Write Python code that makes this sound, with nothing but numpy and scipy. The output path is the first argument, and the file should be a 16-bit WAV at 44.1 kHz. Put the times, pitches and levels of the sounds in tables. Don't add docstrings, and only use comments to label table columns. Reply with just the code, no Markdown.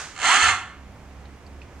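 import sys
import numpy as np
from scipy import signal
from scipy.fft import rfft, irfft, next_fast_len
from scipy.io import wavfile
from scipy.ndimage import uniform_filter1d

SR = 44100
rng = np.random.default_rng(int(sys.argv[2]) if len(sys.argv) > 2 else 0)


def elevation(decibels):
    levels = np.asarray(decibels, float)
    return 10 ** (levels / 20)


def to_wav(sig):
    pcm = np.clip(np.atleast_2d(sig), -1, 1) * 32767
    pcm = np.round(pcm).astype(np.int16)
    wavfile.write(sys.argv[1], SR, pcm.T)


N = 79380
RUNNING = slice(int(.28 * SR) + 1, int(.5 * SR))


def read(table, hz):
    a = np.array(table, float)
    return np.interp(np.log(np.maximum(hz, 1)), np.log(np.maximum(a[:, 0], 1)), a[:, 1])


def shape(x, gain):
    n = next_fast_len(N + 4096)
    return irfft(rfft(x, n) * gain(np.arange(n // 2 + 1) * SR / n), n)[..., :N]


def unit(x):
    return x / np.sqrt(np.mean(x ** 2))


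def loud(x):
    return x / x[RUNNING].std()


def noise():
    return rng.standard_normal(N)


def walk(rate):
    k = int(SR / rate)
    held = np.repeat(rng.standard_normal(N // k + 1), k)
    return 1.3 * uniform_filter1d(uniform_filter1d(held, k), k)[:N]


def ring(x, hz, width_hz):
    return signal.lfilter(*signal.iirpeak(hz, hz / width_hz, SR), x)


def smear(x):
    path = rfft(rng.standard_normal(512) * np.exp(-np.arange(512) / 60.))
    return signal.fftconvolve(x, irfft(path / np.abs(path)))[:N]


# t/s, level/dB
HUM_LEVEL = [
    (0, -10),
    (.7, -5.5),
    (.78, 1.5),
    (.93, 2),
    (.985, -2),
    (1.04, 1.5),
    (1.345, 1.5),
    (1.385, -26),
    (1.46, 0.5),
    (1.8, 1.5),
]


def hum(t):
    phase = 2 * np.pi * np.cumsum(69 * (1 + 0.0192 * walk(14))) / SR
    tone = np.sin(phase)
    for order, db in [(2, -18), (3, -11.5), (4, -14.5)]:
        tone = tone + elevation(db) * np.sin(order * phase)
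    return tone * elevation(-45 + np.interp(t, *np.array(HUM_LEVEL).T) + 1.2 * walk(15.26))


# f/Hz, level/dB
AIR_SPECTRUM = [(20, -14), (70, -6.5), (200, -16), (1000, -22), (2300, -28.5), (4000, -38), (6500, -38),
                (10000, -47.5), (15600, -52.5)]


def air():
    out = 0
    for lo in 15 * 2. ** np.arange(10):
        def band(f):
            octaves = np.log2(np.maximum(f, 1) / lo / 1.43)
            return elevation(read(AIR_SPECTRUM, f)) * np.cos(np.pi / 2 * np.clip(octaves, -1, 1))
        out = out + shape(np.array([noise(), noise()]), band) * elevation(0.73 * walk(8.7))
    return elevation(-46.5) * unit(out)


# f/Hz, level/dB
EARLIER_SPECTRUM = [(300, -18), (600, -10.5), (1600, -4), (2300, -8.5), (3800, -13.5), (6800, -10.5),
                    (11400, -37.5), (15600, -59)]


def earlier_burst(t):
    tail = unit(shape(noise(), lambda f: elevation(read(EARLIER_SPECTRUM, f))))
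    return elevation(-33.5 - 60 * t / 0.6) * tail


# t/s, tooth knock rate f/Hz
KNOCK_RATE = [(.14, 62), (.175, 78), (.205, 112), (.237, 172), (.27, 265), (.314, 348), (.36, 408),
              (.445, 450), (.5, 392)]


def shaft(t):
    coasting = np.maximum(t - KNOCK_RATE[-1][0], 0)
    sag_hz_per_s = 700
    rate = np.maximum(np.interp(t, *np.array(KNOCK_RATE).T) - sag_hz_per_s * coasting, 60)
    turns = np.cumsum(rate * (1 + .005 * walk(40))) / SR
    return rate, turns - turns[int(.187 * SR)] % 1 + 1


def knocks_and_scrape(rate, turns, level):
    jitter, scatter_db, puff, blur_hz = .07, 3, 0.49, 150
    chance = rng.standard_normal((N // 40, 2)).clip(-2, 2)
    count = turns.astype(int)
    size = elevation(scatter_db * chance[count, 1])
    since_knock = np.maximum(turns - count + jitter * (chance[count, 0] - 2), 0)
    struck = since_knock > 0
    knocks = np.diff(struck * 1., prepend=0).clip(0) * size / np.sqrt(rate)
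    blur = 1 / (1 + (blur_hz / rate) ** 2)
    pulses = np.exp(-since_knock / puff) * struck * size * 2
    scrape = noise() * (blur + (1 - blur) * pulses) * elevation(1.26 * walk(55.55))
    return loud(elevation(-7) * loud(smear(level * knocks)) + elevation(-2) * loud(level * scrape))


WHINE_ORDERS = [2, 3, 4, 5, 6, 7, 8, 10]
WHINE_LEVELS = [-12, 2, -6.5, -3.5, -12.5, -7, -10, -15]


def whine(turns, level):
    out = 0
    for order, db in zip(WHINE_ORDERS, WHINE_LEVELS):
        out = out + elevation(db + 2.5 * walk(43.9)) * np.sin(2 * np.pi * order * turns)
    return loud(shape(level * out, lambda f: 1 / (1 + (746.0 / np.maximum(f, 1)) ** 3)))


# f/Hz, width/Hz, level/dB
HOUSING_MODES = [(256, 24.5, -14), (340, 45, -17.5), (430, 44, -22), (530.5, 15, -15), (736.4, 14.3, -3.5),
                 (1098, 53, -8.5), (1300, 103, -4.5), (1452, 27, 5), (1756, 48, -2), (1789, 20, 3),
                 (2083, 60, -5), (2268, 17, -1.5), (2250, 68, -11.5), (2619, 18, -3),
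                 (2920, 126, -10.5), (3285, 68, -1), (3475, 62, -5.5), (3794, 204, -16), (4250, 88, -12),
                 (6420, 285, -8), (7000, 103, -10), (7180, 250, -10), (7700, 89, -15), (8620, 120, -12)]


def housing(drive):
    out = 0
    for k, (hz, width_hz, db) in enumerate(HOUSING_MODES):
        out = out + (-1) ** k * elevation(db) * ring(drive, hz, width_hz)
    return shape(loud(out), lambda f: 1 / (1 + (f / 8830.0) ** 12))


# f/Hz, t60/s, level/dB
FRAME_MODES = [(775, .3, -28), (1110, .45, -19), (1352, .65, -17), (1385, .55, -18), (1790, .4, -18),
               (2600, .3, -21)]


def frame(force):
    return sum(elevation(db) * loud(ring(force, hz, np.log(1000) / np.pi / t60)) for hz, t60, db in FRAME_MODES)


# t/s, level/dB
SPIN_LEVEL = [(.14, -50), (0.174, -36.5), (0.204, -30), (0.251, -18.5), (.29, -15.5), (0.361, -15.5),
              (0.391, -19.5), (0.433, -15.5), (0.508, -20)]
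# f/Hz, level/dB
BODY_SPECTRUM = [(150, -42), (500, -40), (730, -5.5), (1700, -0.5), (4200, -9.5), (5100, -17), (7400, -14),
                 (11400, -40.5), (12500, -88)]


def motor(t):
    s, db = np.array(SPIN_LEVEL).T
    coast_db = -260 * np.maximum(t - s[-1], 0)
    level = elevation(np.interp(t, s, db) + coast_db) * np.clip((t - s[0] + 0.048) / 0.022, 0, 1)
    rate, turns = shaft(t)
    drive = knocks_and_scrape(rate, turns, level)
    tone = whine(turns, level)
    broad = loud(shape(drive, lambda f: elevation(read(BODY_SPECTRUM, f))))
    modes = housing(drive) + frame(drive + elevation(-14) * tone)
    ceiling = 4.5
    total = ceiling * np.tanh(loud(modes + elevation(1.5) * broad + elevation(-2) * tone) / ceiling)
    hiss = elevation(-60) * loud(ring(ring(drive, 14600, 900), 14600, 900))
    return level[RUNNING].mean() * (shape(total, lambda f: 1 / (1 + (f / 11950.0) ** 40)) + hiss)


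# t/s, peak level/dB, f/Hz, t60/s
THUD_EVENTS = [
    (0.427, -31, 78.6, 0.34),
    (0.479, -36, 96.9, 0.64),
    (0.531, -46, 87.5, 0.16),
]


def thuds(t):
    out = 0
    for s, db, hz, t60 in THUD_EVENTS:
        decay = elevation(db - 60 * np.maximum(t - s, 0) / t60) * (t >= s)
        out = out + decay * np.sin(2 * np.pi * hz * (t - s))
    return out


# t/s, level/dB, centre f/Hz, width/octaves, t60/s
TICK_EVENTS = [
    (1.254, -55, 3700, .3, .06),
    (1.29, -60, 2100, .4, .04),
    (1.465, -57, 4600, .2, .06),
    (1.466, -68, 7800, .15, .06),
    (1.6163, -42, 2550, .3, .04),
    (1.617, -58, 4600, .3, .04),
    (1.62, -60, 3500, .9, .12),
]


def ticks(t):
    out = 0
    for s, db, hz, width, t60 in TICK_EVENTS:
        u = np.maximum(t - s, 0)
        grit = unit(shape(noise(), lambda f: np.exp(-(np.log2(np.maximum(f, 1) / hz) / width) ** 2)))
        snap = 1.6 * np.sin(2 * np.pi * hz * u) * elevation(-120 * u / t60)
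        out = out + elevation(db - 60 * u / t60) * np.clip(u / .0005, 0, 1) * (grit + snap)
    return out


def room(x):
    t = np.arange(N) / SR

    def fade(t60):
        return noise() * elevation(-60 * t / t60) * np.clip(t / 0.0062, 0, 1)

    def low(f):
        return 1 / (1 + (f / 3700.0) ** 2)

    tail = shape(fade(0.54), low) + shape(fade(0.41), lambda f: 1 - low(f))
    return signal.fftconvolve(x, tail / np.sqrt(np.sum(tail ** 2)))[:N]


def ports(x, other, shade, alike):
    lag_s = 4e-5

    def coherence(f):
        return np.clip(read(alike, f), 0, 1)

    def tilt(f):
        return elevation(read(shade, f) / 2)

    direct = shape(x, lambda f: tilt(f) * coherence(f) * np.exp(-2j * np.pi * f * lag_s))
    stray = shape(other, lambda f: tilt(f) * np.sqrt(1 - coherence(f) ** 2))
    return np.array([direct + stray, shape(x, lambda f: 1 / tilt(f))])


# f/Hz, left minus right level/dB
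SOURCE_SHADE = [(100, -3), (1100, -4), (3500, -3), (4800, -7.5), (6100, -10), (8500, -22), (12000, -21.5)]
# f/Hz, likeness/0-1
SOURCE_COHERENCE = [(200, .98), (1200, .96), (2500, .86), (5000, .3), (9000, .4)]
# f/Hz, left minus right level/dB
AIR_PORT_SHADE = [(100, -3), (3000, -3), (7000, -3.5), (12000, 0)]
# f/Hz, likeness/0-1
AIR_COHERENCE = [(100, 0.95), (1000, 0.87), (3000, 0.45), (7000, 0.13), (12000, 0.12)]


def scene():
    t = np.arange(N) / SR
    low = hum(t) + thuds(t)
    spin, tick = motor(t), ticks(t)
    near = spin + tick
    wet = elevation(-7) * spin + elevation(-12) * tick
    tails = [room(wet) + earlier_burst(t) for _ in range(2)]
    half_shade = [(f, 0.73 * d) for f, d in SOURCE_SHADE]
    duck = elevation(-2.5 * np.clip(1 - (t - .6) / .35, 0, 1))
    return (ports(near + low, smear(near), SOURCE_SHADE, SOURCE_COHERENCE)
            + ports(*tails, half_shade, SOURCE_COHERENCE)
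            + duck * ports(*air(), AIR_PORT_SHADE, AIR_COHERENCE))


def top_cut(x):
    return signal.sosfilt(signal.butter(12, 15700, fs=SR, output="sos"), x)


def record(dry):
    return top_cut(dry)


dry = scene()
out = record(dry)
to_wav(out)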